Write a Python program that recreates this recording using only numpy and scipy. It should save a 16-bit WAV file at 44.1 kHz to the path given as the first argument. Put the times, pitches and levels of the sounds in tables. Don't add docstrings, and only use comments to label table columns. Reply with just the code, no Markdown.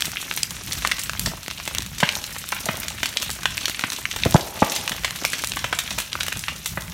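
import sys
import numpy as np
from scipy import signal
from scipy.fft import rfft, irfft
from scipy.io import wavfile
from scipy.ndimage import uniform_filter1d, minimum_filter1d

SR = 44100
rng = np.random.default_rng(int(sys.argv[2]) if len(sys.argv) > 2 else 0)


def transcribe(u):
    v = np.clip(np.atleast_2d(u).T, -1, 1)
    q = np.round(v * 32767).astype(np.int16)
    wavfile.write(sys.argv[1], SR, q)


N = 305613
TIME = np.arange(N) / SR

# (time [s], level [dB], pitch [Hz], spread [octaves], scattered share [dB])
SPLITTING_STEMS = [(.0219, -10, 3600, 0.71, -27), (.17, -15, 2530, 0.38, -4), (.3124, -14, 2500, 0.52, -22),
                   (.3747, -15, 3680, 1.06, -1), (.4319, -6, 5630, 0.48, -20),
                   (.7237, -17, 5260, 0.42, -22), (.8495, -8, 1460, 0.77, -4), (.8736, -12, 4900, 1.2, -15),
                   (.9145, -11.5, 2800, 0.58, -4), (.9187, -9, 2950, 0.53, -11),
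                   (.9926, -18, 7450, 0.65, 6), (1.0357, -18, 10000, 0.85, -2),
                   (1.0956, -14, 2530, 0.9, -10), (1.1951, -11, 8450, 0.92, -12),
                   (1.2595, -12, 4370, 0.71, 12), (1.4814, -18, 2270, 1.6, -26),
                   (1.6771, -15, 2550, 1.46, -6), (1.7493, -15, 5400, 1.46, -25),
                   (1.7841, -12, 4370, 0.82, -23), (2.0024, -13.5, 3500, 0.89, 6),
                   (2.0906, -8.5, 2940, 0.56, -11), (2.1534, -16, 5000, 0.56, -13),
                   (2.5239, -11.5, 1390, 0.62, 3), (2.8826, -16, 4640, 0.79, -4),
                   (3.0312, -10, 2700, 1.2, -1), (3.0581, -14.5, 3940, 0.92, -7),
                   (3.1712, -9, 3860, 0.57, -8), (3.2268, -15.5, 4200, 1.6, 6),
                   (3.4563, -6.5, 1880, 0.67, -5), (3.5791, -14.5, 3030, 0.65, -15),
                   (3.6565, -8, 3860, 0.67, -13), (3.6817, -15, 3100, 1.1, -2), (3.697, -17, 2780, 1.9, -9),
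                   (3.7937, -15.5, 3100, 1.1, -7), (3.9021, -17, 5070, 0.65, -11),
                   (3.9205, -18.5, 3940, 0.97, -1), (4.0544, -11, 2320, 0.34, -17),
                   (4.1129, -16.5, 3930, 0.59, 0), (4.1616, -15.5, 2340, 1.8, 9),
                   (4.2353, -9, 3160, 0.33, -13), (4.7188, -15, 3240, 1.3, 19),
                   (4.7624, -13, 4400, 0.76, 0), (4.8777, -12.5, 3050, 0.83, -10),
                   (4.918, -15.5, 2460, 0.98, 15), (5.0462, -9, 2430, 0.96, 3),
                   (5.2503, 1.5, 3020, 1.16, -26), (5.4726, -17.5, 7300, 0.63, -22),
                   (5.5193, -16, 3580, 0.64, -19), (5.5697, -15, 1550, 0.81, 1),
                   (5.6426, -11.5, 1660, 1, 0.5), (5.7274, -9, 1480, 0.83, 3),
                   (5.7888, -10.5, 4320, 0.85, -2), (5.907, -16.5, 3940, 0.68, 0),
                   (5.9847, -12, 3960, 1.34, 4), (6.001, -16, 4480, 1.2, 4), (6.1305, -15.5, 3940, .5, -14),
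                   (6.1538, -15.5, 1280, .85, -9), (6.2076, -12, 3040, 0.56, -2.5),
                   (6.2824, -15, 3130, 1.4, -4), (6.3229, -18, 2040, 0.48, -6.5),
                   (6.4825, -13, 2020, 0.84, 3), (6.6583, -14, 4430, 0.94, 21)]
# (time [s], crack level [dB], crack pitch [Hz], thud level [dB], rip level [dB], rip pitch [Hz],
#  rip lag behind the crack [s], scattered share [dB])
BURSTING_CULMS = [(1.269, -20, 650, -21, -27, 690, 0.046, 17),
                  (2.029, -5.5, 765, -7.5, -2.5, 1930, .0035, -6.5),
                  (2.687, -13.5, 656, -15, -11.5, 1810, 0.00065, 4.5),
                  (3.838, -22, 885, -18.5, -9.5, 2070, 0.00053, -6),
                  (4.258, -7, 507, -5, -21, 2020, .005, -2), (4.3455, -2, 690, 5, 0.5, 676, .0115, -6.5),
                  (4.621, -1, 600, -4.5, -6.5, 1160, 0.0053, -1),
                  (6.773, -17, 700, -17.5, -16.5, 1430, 0.00096, 0)]
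# (time [s], level [dB])
BLAZE_LEVEL = [(0, -33), (.4, -35), (.68, -36.5), (.9, -31.5), (1.1, -35), (1.28, -32.5), (1.53, -35),
               (1.7, -31), (1.9, -39.5), (2.08, -33), (2.45, -36), (3.1, -31), (3.45, -34.5), (4.78, -33),
               (5.15, -36.5), (5.9, -34.5), (6.7, -35), (6.93, -42)]
# (time [s], rise of the rumble [dB])
FLAME_BILLOWS = [(.5, 1), (.8, 8), (1.25, 10), (1.9, 3.5), (4.32, 14), (4.95, 2.5), (5.5, 3.5), (5.92, 3),
                 (6.86, 8.5)]
# (frequency [Hz], relative density [dB per Hz])
HISS_SPECTRUM = [(150, -6), (250, 1), (484, -8), (566, -7.5), (761, -7.5), (971, -9.5), (2760, -2),
                 (4900, -4.5), (5830, -2), (7570, -9), (12300, -9), (15200, -14), (16000, -75)]
# (frequency [Hz], relative density [dB per Hz])
FLAME_SPECTRUM = [(20, -30), (32, -18), (48, -1), (75, -0.5), (120, -4), (190, -4), (280, -24.5),
                  (420, -45), (900, -34)]
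# (frequency [Hz], width [Hz], depth [0-1])
GROUND_CANCELLATIONS = [(406, 220, 0.37), (760, 124, 0.33)]
# (frequency [Hz], level [dB], time to fall by 60 dB [s])
GROVE_ECHO = [(150, -28, 0.35), (350, -10, 0.64), (624, -10, 1), (1150, -9.5, 0.77), (2560, -3.5, 0.28),
              (6060, -3, 0.24), (14000, -2.5, 0.2)]
# (frequency [Hz], width [Hz], depth [0-1])
MICROPHONE_PORT = [(4870, 730, 0.31), (10420, 210, 1)]

PULSE_SAMPLES = 2048
PLACES = 5
CULM_HZ, THUD_LAG_S = 177.5, 0.0018
CRACK_OCTAVES, THUD_OCTAVES, RIP_OCTAVES = 0.4, 0.56, 0.52
BURST_NEAR_DB, BURST_ECHO_DB = 1.5, 3
FLARE_PER_S, FLARE_DB = 9, 2.07
RUMBLE_DB, BILLOW_RISE_S, BILLOW_FALL_S = -42, 0.052, 0.087
TOP_HZ = 15900


def snap(hz, octaves):
    f = np.maximum(np.fft.rfftfreq(PULSE_SAMPLES, 1 / SR), 10)
    offset = np.log2(f / hz) / octaves
    log_spectrum = -np.log(np.cosh(offset * np.pi / np.sqrt(12))) - np.log(f) / 2
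    cepstrum = irfft(log_spectrum)
    cepstrum[1:PULSE_SAMPLES // 2] *= 2
    cepstrum[PULSE_SAMPLES // 2 + 1:] = 0
    return unit(irfft(np.exp(rfft(cepstrum))))


def reports(rows, splinter_db, splinter_s, scatter_s):
    near, far = np.zeros((PLACES, N)), np.zeros((PLACES, N))
    t = np.arange(PULSE_SAMPLES) / SR
    for k, (s, db, hz, octaves, scatter_db) in enumerate(rows):
        place = k % PLACES
        pulse = snap(hz, octaves)
        fibres, stems = rng.standard_normal((2, PULSE_SAMPLES))

        fibre_train = fibres ** 3 * t * np.exp(-t / splinter_s)
        tear = signal.fftconvolve(pulse, fibre_train)[:PULSE_SAMPLES]
        direct = unit(pulse + undb(splinter_db) * unit(tear))

        stem_train = stems * abs(stems) * (1 - np.exp(-t / 0.0013)) * np.exp(-t / scatter_s)
        scatter = signal.fftconvolve(pulse, stem_train)[:PULSE_SAMPLES]
        report = unit(direct + undb(scatter_db) * unit(scatter))

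        sound = undb(db) * np.sqrt(SR / 1000) * report
        add(near[place], s, sound)
        add(far[place], s, sound * undb(0.61 * np.clip(scatter_db, -20, 0)))
    return np.array([near, far])


def splitting_stems():
    return undb(2.0) * reports(SPLITTING_STEMS, splinter_db=0.0, splinter_s=0.00056, scatter_s=0.0035)


def bursting_culms():
    parts = []
    for s, crack_db, crack_hz, thud_db, rip_db, rip_hz, rip_lag_s, scatter_db in BURSTING_CULMS:
        parts += [(s, crack_db, crack_hz, CRACK_OCTAVES, scatter_db),
                  (s + THUD_LAG_S, thud_db, CULM_HZ, THUD_OCTAVES, scatter_db),
                  (s + rip_lag_s, rip_db, rip_hz, RIP_OCTAVES, scatter_db)]
    near_and_far = reports(parts, splinter_db=-9.0, splinter_s=0.0011, scatter_s=0.0037)
    return near_and_far * undb([BURST_NEAR_DB, BURST_ECHO_DB])[:, None, None]


def twigs(count, db, range_db, hz, pitch_octaves, spread, scatter_db):
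    when, size, width = rng.random((count, 3)).T
    pitch, depth = rng.standard_normal((count, 2)).T
    s = (np.arange(count) + 3 * when) % count / count * N / SR
    level_db = db - range_db * np.sqrt(size)
    pitch_hz = np.minimum(hz * 2 ** (pitch_octaves * pitch), 14000)
    octaves = spread * (0.5 + width)
    rows = np.transpose([s, level_db, pitch_hz, octaves, scatter_db + 5 * depth])
    return reports(rows, splinter_db=-4, splinter_s=0.00045, scatter_s=0.0038)


def crackle():
    canes = twigs(count=28, db=19, range_db=1.5, hz=4830, pitch_octaves=0.38, spread=0.87, scatter_db=-8)
    sticks = twigs(count=400, db=18.5, range_db=16, hz=3600, pitch_octaves=0.98, spread=0.74,
                   scatter_db=-3.5)
    leaves = twigs(count=100, db=13, range_db=28, hz=10700, pitch_octaves=0.5, spread=0.92,
                   scatter_db=-11)
    knocks = twigs(count=16, db=15, range_db=7, hz=440, pitch_octaves=0.63, spread=1.3, scatter_db=3.5)
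    return canes + sticks + leaves + knocks


def blaze():
    return undb(np.interp(TIME, *np.transpose(BLAZE_LEVEL)) + FLARE_DB * walk(FLARE_PER_S))


def hiss(db, grain_db, flicker_db):
    edges_hz = [100, 1200, 2500, 4500, 7000, 11000, 17000]
    sizzle = 0
    for low, high in zip(edges_hz, edges_hz[1:]):
        tick_db = grain_db * np.minimum(rng.exponential(size=N), 6)
        ticks = rng.standard_normal(N) * undb(tick_db)
        band = signal.sosfilt(signal.butter(3, [low, high], "band", fs=SR, output="sos"), ticks)
        sizzle = sizzle + band * undb(flicker_db * walk(160) + walk(12))
    return undb(db) * colour(sizzle, HISS_SPECTRUM)


def billows():
    level_db = RUMBLE_DB
    for s, rise_db in FLAME_BILLOWS:
        distance = np.maximum((s - TIME) / BILLOW_RISE_S, (TIME - s) / BILLOW_FALL_S)
        level_db = level_db + rise_db * np.exp(-distance)
    return level_db


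def flames(rumble_db, flutter_db):
    level_db = rumble_db + flutter_db * walk(12) + 2 * walk(30)
    return colour(rng.standard_normal(N), FLAME_SPECTRUM) * undb(level_db)


def ground(x):
    return notch(x, GROUND_CANCELLATIONS)


def grove(x, build_s):
    t = TIME[:int(1.5 * SR)]
    hz, db, t60 = np.transpose(GROVE_ECHO)
    log_f = np.log(np.maximum(np.fft.rfftfreq(len(t), 1 / SR), 1))
    noise, response = rfft(rng.standard_normal(len(t))), 0
    for band, band_db, decay_s in zip(np.eye(len(hz)), db, t60):
        fade = unit((1 - np.exp(-t / build_s)) * np.exp(-np.log(1000) * t / decay_s))
        band_noise = irfft(noise * np.interp(log_f, np.log(hz), band), len(t))
        response = response + undb(band_db) * fade * band_noise
    return signal.fftconvolve(x, response)[:N]


def undb(db):
    return 10 ** (np.asarray(db) / 20)


def unit(x):
    return x / np.sqrt(np.sum(x ** 2))


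def add(out, s, sound):
    i = int(np.clip(s * SR, 0, N - 1))
    out[i:i + len(sound)] += sound[:N - i]


def walk(rate):
    k = int(SR / rate)
    held = np.repeat(rng.standard_normal(N // k + 1), k)
    return 1.3 * uniform_filter1d(uniform_filter1d(held, k), k)[:N]


def colour(x, points):
    hz, db = np.transpose(points)
    f = np.maximum(np.fft.rfftfreq(N, 1 / SR), 1)
    y = irfft(rfft(x) * undb(np.interp(np.log(f), np.log(hz), db)), N)
    return y / y.std()


def notch(x, dips):
    for hz, width, depth in dips:
        x = x - depth * signal.lfilter(*signal.iirpeak(hz, hz / width, fs=SR), x)
    return x


def limiter(x, size):
    gain = 1 / np.maximum(abs(x), 1)
    return x * uniform_filter1d(minimum_filter1d(gain, size), size)


def scene():
    burning = blaze()
    near, far = splitting_stems() + bursting_culms() + crackle() * burning
    echo = sum(grove(place, build_s=0.00089) for place in far)
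    bed = burning * hiss(db=-3.0, grain_db=3.0, flicker_db=4) + flames(billows(), flutter_db=3.0)
    return (ground(near.sum(axis=0) + echo) + bed)[None]


def record(dry):
    bass_cut = signal.butter(4, 25.3, "high", fs=SR, output="sos")
    heard = notch(signal.sosfilt(bass_cut, dry), MICROPHONE_PORT)
    limited = 0.96 * limiter(heard, size=45)
    top_cut = signal.ellip(10, 0.2, 90, TOP_HZ, fs=SR, output="sos")
    return signal.sosfilt(top_cut, limited)


dry = scene()
out = record(dry)
transcribe(out)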